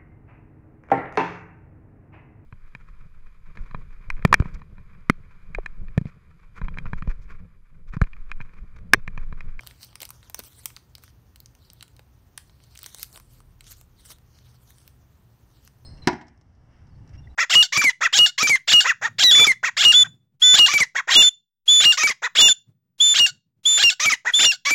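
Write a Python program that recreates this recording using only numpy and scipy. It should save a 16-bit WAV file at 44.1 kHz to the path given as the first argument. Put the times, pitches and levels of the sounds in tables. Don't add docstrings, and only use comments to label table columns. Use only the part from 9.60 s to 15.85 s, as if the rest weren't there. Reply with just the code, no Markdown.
import sys
import numpy as np
from scipy import signal
from scipy.fft import rfft, irfft
from scipy.io import wavfile
from scipy.ndimage import uniform_filter1d

SR = 44100
rng = np.random.default_rng(int(sys.argv[2]) if len(sys.argv) > 2 else 0)


def dump_mix(stems):
    frames = np.atleast_2d(stems).T
    limited = np.clip(frames, -1, 1)
    pcm = np.round(limited * 32767).astype(np.int16)
    wavfile.write(sys.argv[1], SR, pcm)


N = 275625

# (time [s], crack level over 6 ms [dB], ring re crack [dB], ring pitch [Hz],
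# treble re mid [dB], top re treble [dB])
CREASE_SNAPS = [(0.0085, -53.0, -2, 850.0, 2, -10), (0.0345, -56.5, 4, 880.0, -12, -9),
                (0.0663, -50.0, -2, 1470.0, -6, -6), (0.0722, -39.5, -12, 3000, 0, 4),
                (0.1102, -54, 2, 2000, -12, -16), (0.2306, -46, -1, 4500, -3, -9),
                (0.247, -48, -20, 2150, 8, 3), (0.3292, -58.5, -2, 850.0, -13, -12),
                (0.3557, -41.0, -10, 1330.0, 1, -4), (0.4041, -41, -4, 4400, -6, 3),
                (0.417, -38.5, -18, 1130.0, 1, -6), (0.4205, -37.5, -10, 700, -4, 8),
                (0.4308, -36.5, -10, 850.0, 1, -7), (0.453, -39.0, -31, 1300.0, 1, -1),
                (0.491, -44.5, -9, 700, 8, -13), (0.5051, -39.5, -7, 1350.0, 5, 1),
                (0.629, -54.0, -5, 1150.0, -20, -18), (0.6985, -44, -7, 650, -2, -3),
                (0.7455, -30.5, -11, 620, 3, -1), (0.7919, -34.0, -9, 270, 6, 2),
                (0.7965, -47.0, -2, 330, -2, 1), (0.8014, -45.5, -2, 590.0, -3, -13),
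                (0.8375, -48.0, -11, 1290.0, 5, -4), (1.0575, -26.5, -17, 750, 3, 0),
                (1.1032, -56.5, 4, 1430.0, -7, -3), (1.1645, -44, -1, 4500, -5, -12),
                (1.1695, -51.5, 0, 1410.0, -6, -2), (1.3523, -45, 0, 4400, -8, -3),
                (1.382, -55.0, -4, 980.0, 2, -6), (1.4374, -49.0, -4, 1470.0, -1, 1),
                (1.479, -60.5, 2, 1540.0, -14, -2), (1.7595, -49.5, -26, 740.0, -3, 3),
                (1.803, -47, -5, 4400, -2, 4), (1.8594, -50, -3, 6300, 1, -12),
                (1.9509, -58.0, -6, 670.0, 0, -9), (2.101, -50, -3, 5800, -9, -16),
                (2.1333, -49.0, -15, 580.0, -4, 11), (2.209, -47, -3, 3000, -11, -2),
                (2.2266, -40.5, -11, 1300, -1, -7), (2.28, -58.0, -21, 1200.0, 2, -14),
                (2.3654, -56.5, -27, 730.0, -6, -5), (2.3935, -52.5, 1, 360, -8, -2),
                (2.7767, -36, -3, 8900, 0, -4), (2.7783, -38, -3, 1450, -10, -10),
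                (2.8958, -60.0, -4, 1000.0, -10, -27), (3.0024, -63.0, -7, 880.0, -19, -9),
                (3.0382, -58.5, -25, 1040.0, -5, -14), (3.1525, -52.5, -20, 1320.0, -5, -5),
                (3.1569, -51, 0, 3200, -15, -2), (3.1747, -46, -2, 6000, 0, -5),
                (3.1904, -44, -8, 2100, 3, -11), (3.221, -55, 0, 4250, -13, -27),
                (3.2309, -37.5, -14, 1290.0, -1, 6), (3.2421, -45, -5, 3250, -4, -12),
                (3.2618, -37.5, -11, 1410.0, -1, -1), (3.2653, -45, -2, 6200, 6, -8),
                (3.3464, -38.0, -13, 560, 5, -10), (3.3848, -47.5, -10, 690.0, 7, -10),
                (3.4299, -32, 0, 12300, 5, -3), (3.4322, -40, -3, 4600, -6, -2),
                (3.444, -50.0, -16, 1240.0, -6, -6), (3.5286, -51.5, -22, 1040.0, 10, -3),
                (3.5593, -49, -4, 3900, -7, -6), (3.5756, -50.5, 1, 960.0, -5, -4),
                (3.5996, -52.0, -3, 1390.0, -4, 4), (3.8037, -58.5, 4, 1130.0, -2, -18),
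                (4.008, -46.5, -14, 1340.0, -7, -9), (4.0426, -55.5, -24, 740.0, -7, -13),
                (4.1194, -48, -3, 13000, 3, 0), (4.127, -49, -8, 2150, 0, 0),
                (4.2124, -51.5, -7, 730.0, 5, 1), (4.4525, -55, -8, 2150, 4, -2),
                (4.5037, -48.0, -3, 750, 3, -4), (4.5172, -49.0, -6, 700, -3, -4),
                (4.585, -62.5, -8, 1080.0, -12, 0), (4.7874, -58.5, -7, 830.0, -8, -5),
                (5.1051, -53.0, -8, 1400.0, 1, 8), (5.1839, -56.5, -22, 720.0, 0, -7),
                (5.2776, -47.5, -18, 1510.0, -5, 4), (6.0502, -56.0, -23, 900.0, -1, 10),
                (6.076, -52.0, -4, 1320.0, -4, -10)]
# (frequency [Hz], gain [dB])
SNAP_ROLLOFF = [(15600, 0), (16800, -20)]
# (frequency [Hz], gain [dB])
REFLECTION_PEAKS = [(1400, -11), (2150, -7), (3050, -4), (3800, -2), (4400, -1.5), (6100, -2.5), (7200, -5),
                    (8800, -2.5), (12400, -2.5), (14900, -3)]
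# (peak time [s], gain [dB], 20 dB swell [s], 20 dB fade [s],
# scrape gain [dB], treble re mid [dB], pitch [Hz])
FILM_STROKES = [(0.07, -55, .08, .14, -3, -2, 2600), (0.24, -45, .065, .04, -14, 1, 4500),
                (0.29, -66, .1, .3, 0, -4, 2600), (0.417, -51, .025, .06, -2, 0, 4400),
                (0.55, -64.5, .1, .2, -2, -2, 6100), (0.646, -57, .07, .07, -4, -5, 6700),
                (0.796, -47, .02, .02, -1, -9, 4400), (0.848, -49, .035, .13, -13, 1, 13000),
                (0.995, -54, .16, .2, -13, 2, 12700), (1.1, -68, .1, .2, 0, 0, 2150),
                (1.439, -58, .04, .1, -12, -5, 5800), (2.055, -64.5, .1, .3, -8, -8, 4300),
                (2.79, -61, .02, .14, -12, -2, 8600), (3.118, -68, .4, .2, -9, 0, 3800),
                (3.255, -56.5, .25, .2, -10, -1, 4400), (3.425, -45.5, .19, .05, -17, 1, 7200),
                (3.55, -50.5, .1, .08, -6, 1, 8800), (3.74, -60, .12, .13, -14, 0, 11800),
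                (4.075, -53, .05, .08, -20, -3, 5800), (4.118, -41, .025, .02, -19, 1, 12700),
                (4.135, -52, .015, .05, -17, -2, 3800), (4.175, -57, .06, .08, -19, 3, 7500),
                (4.4, -55, .03, .07, -20, -5, 3500), (4.457, -50.5, .015, .09, -18, -1, 8800),
                (4.508, -45.5, .05, .04, -12, -1, 6100), (4.75, -67, .08, .1, -6, -7, 5800),
                (4.856, -62, .2, .22, -6, -7, 5800), (5.04, -64, .1, .1, -8, 6, 8800),
                (5.103, -58.5, .07, .055, -7, 6, 3200), (5.185, -62, .12, .1, -10, 5, 9200),
                (5.28, -66, .15, .08, -4, 3, 12400), (5.965, -64, .05, .1, -8, -5, 3800),
                (6.051, -59, .05, .055, -16, 2, 12400)]
# (gain [dB], scrape gain [dB], treble re mid [dB], pitch [Hz])
FILM_AT_REST = (-78, 3, 4, 6500)
# (frequency [Hz], gain [dB])
FINGER_SCRAPE = [(150, -9), (400, 1.5), (1000, 0), (1800, -4), (3000, -29)]
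# (frequency [Hz], gain [dB])
SOFT_ROLLOFF = [(5000, -1.5), (15600, -5.5), (16000, -38)]
# (T60 [s], gain [dB])
ECHO_TAILS = [(.25, -11)]
# (frequency [Hz], gain [dB])
ROOM_SPECTRUM = [(15, -40), (30, -14.5), (70, -3), (100, -9.5), (121, -6.5), (160, -15.5), (200, -19.5),
                 (300, -23.5), (600, -32), (1000, -32), (1900, -39.5), (3000, -41.5), (6500, -47.5),
                 (7700, -56), (9000, -47), (10500, -55), (12000, -45), (15600, -42), (16000, -90)]
# (frequency [Hz], level [dB], waver [Hz], waver [dB])
APPLIANCE_TONES = [(119.1, -65.5, 2.93, 3), (1854.5, -88, 0.4, 1)]
# (time [s], frequency [Hz], level [dB])
FALLING_TONE = [(2.9, 52.1, -85), (3.4, 45.8, -68), (3.8, 38.3, -55.5), (4.2, 34, -59.5), (4.7, 31, -69),
                (5.0, 30, -99)]


def crease_snaps(click_db=7, table_ms=4.0, table_db=-19, decay_scatter_db=1.8, peak_scatter_db=1.6):
    times_s, crack_db, ring_db, ring_hz, treble_db, top_db = columns(CREASE_SNAPS)
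    size, lead = 1024, 64
    t_ms = (np.arange(size) - lead) * 1000 / SR
    after_ms = np.maximum(t_ms, 0)
    noise = rng.standard_normal((len(times_s), 2, size))
    stretch = undb(decay_scatter_db * noise[:, 0, :1])
    fast = np.exp(-after_ms / np.clip(0.195 * stretch, .1, 5))
    slow = 0.13 * np.exp(-after_ms / np.clip(1.5 * stretch, .3, 8))
    smear = undb(table_db) * np.exp(-after_ms / table_ms)
    creak = 0.25 * np.exp(t_ms / 0.7)
    burst = noise[:, 0] * np.where(t_ms < 0, creak, fast + slow + smear)
    burst[:, lead] = undb(click_db)
    crack = reflection_peaks(burst, treble_db, top_db,
                             lambda hz: peak_scatter_db * rng.standard_normal(times_s.shape))
    ring = snap_ring(noise[:, 1], after_ms, ring_hz)
    snaps = level(crack, crack_db, count=256) + level(ring, crack_db + ring_db, count=256)
    out = np.zeros(N + size)
    for time_s, snap in zip(times_s[:, 0], colour(snaps, SNAP_ROLLOFF)):
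        start = int(time_s * SR) - lead
        out[start:start + size] += snap
    return out[:N]


def snap_ring(noise, after_ms, hz, q_at_4khz=3.2):
    drive = noise * after_ms * np.exp(-after_ms * np.sqrt(hz) / 15)
    q = q_at_4khz * (hz / 4000) ** .9
    return resonate(resonate(drive, hz, q), hz, q)


def rustle(ticks_per_s=500, tick_ms=0.83, scatter_db=5.0, lift_db=6, lift_octaves=.25):
    gain_db, scrape_db, treble_db, log2_pitch = strokes()
    sizes = undb(scatter_db * np.minimum(rng.exponential(size=N), 2))
    impulses = (rng.random(N) < ticks_per_s / SR) * sizes
    pole = np.exp(-1000 / tick_ms / SR)
    ticks = signal.lfilter([1], [1, -pole], impulses) * rng.standard_normal(N)
    hiss = rng.standard_normal(N)
    grain = (level(ticks, 0.8) + level(hiss, 4.6)) * undb(2.2 * walk(60))

    def extra_db(hz):
        nearness = np.exp(-((np.log2(hz) - log2_pitch) / lift_octaves) ** 2)
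        return lift_db * nearness + 2.2 * walk(14) + 2.6 * walk(70)

    sheet = reflection_peaks(grain, treble_db, top_db=-2.5, extra_db=extra_db)
    scrape = undb(scrape_db) * level(colour(grain, FINGER_SCRAPE), 0)
    return colour(undb(gain_db) * (sheet + scrape), SOFT_ROLLOFF)


def strokes():
    peak_s, peak_db, swell_s, fade_s, scrape_db, treble_db, pitch_hz = columns(FILM_STROKES)
    rest_db, rest_scrape_db, rest_treble_db, rest_hz = FILM_AT_REST
    t = np.arange(0, N, 32) / SR
    drop_db = 20 * np.maximum((peak_s - t) / swell_s, (t - peak_s) / fade_s)
    power = undb(peak_db - drop_db) ** 2
    rest_power = undb(rest_db) ** 2
    total = rest_power + power.sum(0)
    controls = [10 * np.log10(total)]
    for moving, resting in ((scrape_db, rest_scrape_db), (treble_db, rest_treble_db),
                            (np.log2(pitch_hz), np.log2(rest_hz))):
        controls.append((rest_power * resting + (power * moving).sum(0)) / total)
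    return [np.interp(np.arange(N) / SR, t, control) for control in controls]


def reflection_peaks(drive, treble_db, top_db, extra_db, q=5.5):
    out, power = 0, 0
    for k, (hz, db) in enumerate(REFLECTION_PEAKS):
        gain = undb(db + treble_db * (hz > 5200) + top_db * (hz > 10500) + extra_db(hz))
        out += (-1) ** k * gain * resonate(drive, hz, q)
        power += gain ** 2 * hz / q * np.pi / SR
    return out / np.sqrt(power)


def wall_echo(direct):
    t = np.arange(SR // 2) / SR
    tail = 0
    for t60_s, db in ECHO_TAILS:
        decay_per_s = np.log(1000) / t60_s
        envelope = np.exp(-decay_per_s * t) * np.sqrt(2 * decay_per_s / SR)
        tail += undb(db) * rng.standard_normal(len(t)) * envelope
    return direct + colour(signal.fftconvolve(direct, tail)[:N], SOFT_ROLLOFF)


def room_tone(noise_db=-56):
    out = level(colour(rng.standard_normal(N), ROOM_SPECTRUM), noise_db)
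    for hz, db, waver_hz, waver_db in APPLIANCE_TONES:
        out += sine(db + waver_db * walk(5), hz + waver_hz * walk(6))
    return out


def falling_tone():
    times_s, hz, db = np.transpose(FALLING_TONE)
    t = np.arange(N) / SR
    return sine(np.interp(t, times_s, db), np.interp(t, times_s, hz))


def undb(db):
    return 10 ** (np.asarray(db) / 20)


def columns(table):
    return np.transpose(table)[:, :, None]


def sine(rms_db, hz):
    return np.sqrt(2) * undb(rms_db) * np.sin(2 * np.pi * np.cumsum(hz) / SR)


def level(x, rms_db, count=None):
    return x * undb(rms_db) / np.sqrt(np.mean(x[..., :count] ** 2, axis=-1, keepdims=True))


def colour(x, points):
    hz, db = np.transpose(points)
    bins_hz = np.fft.rfftfreq(x.shape[-1], 1 / SR) + 1
    gain = undb(np.interp(np.log(bins_hz), np.log(hz), db))
    return irfft(rfft(x) * gain, x.shape[-1])


def resonate(x, hz, q):
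    bins_hz = np.fft.rfftfreq(x.shape[-1], 1 / SR) + 1
    return irfft(rfft(x) / (1 + 1j * q * (bins_hz / hz - hz / bins_hz)), x.shape[-1])


def walk(rate_hz):
    hold = int(SR / rate_hz)
    steps = np.repeat(rng.standard_normal(N // hold + 1), hold)
    return 1.3 * uniform_filter1d(uniform_filter1d(steps, hold), hold)[:N]


def scene():
    return (wall_echo(crease_snaps()) + rustle() + room_tone() + falling_tone())[None]


def record(dry):
    cutoff_hz = 16900
    return signal.sosfilt(signal.ellip(8, .2, 70, cutoff_hz, fs=SR, output="sos"), dry)


dry = scene()
out = record(dry)
dump_mix(out)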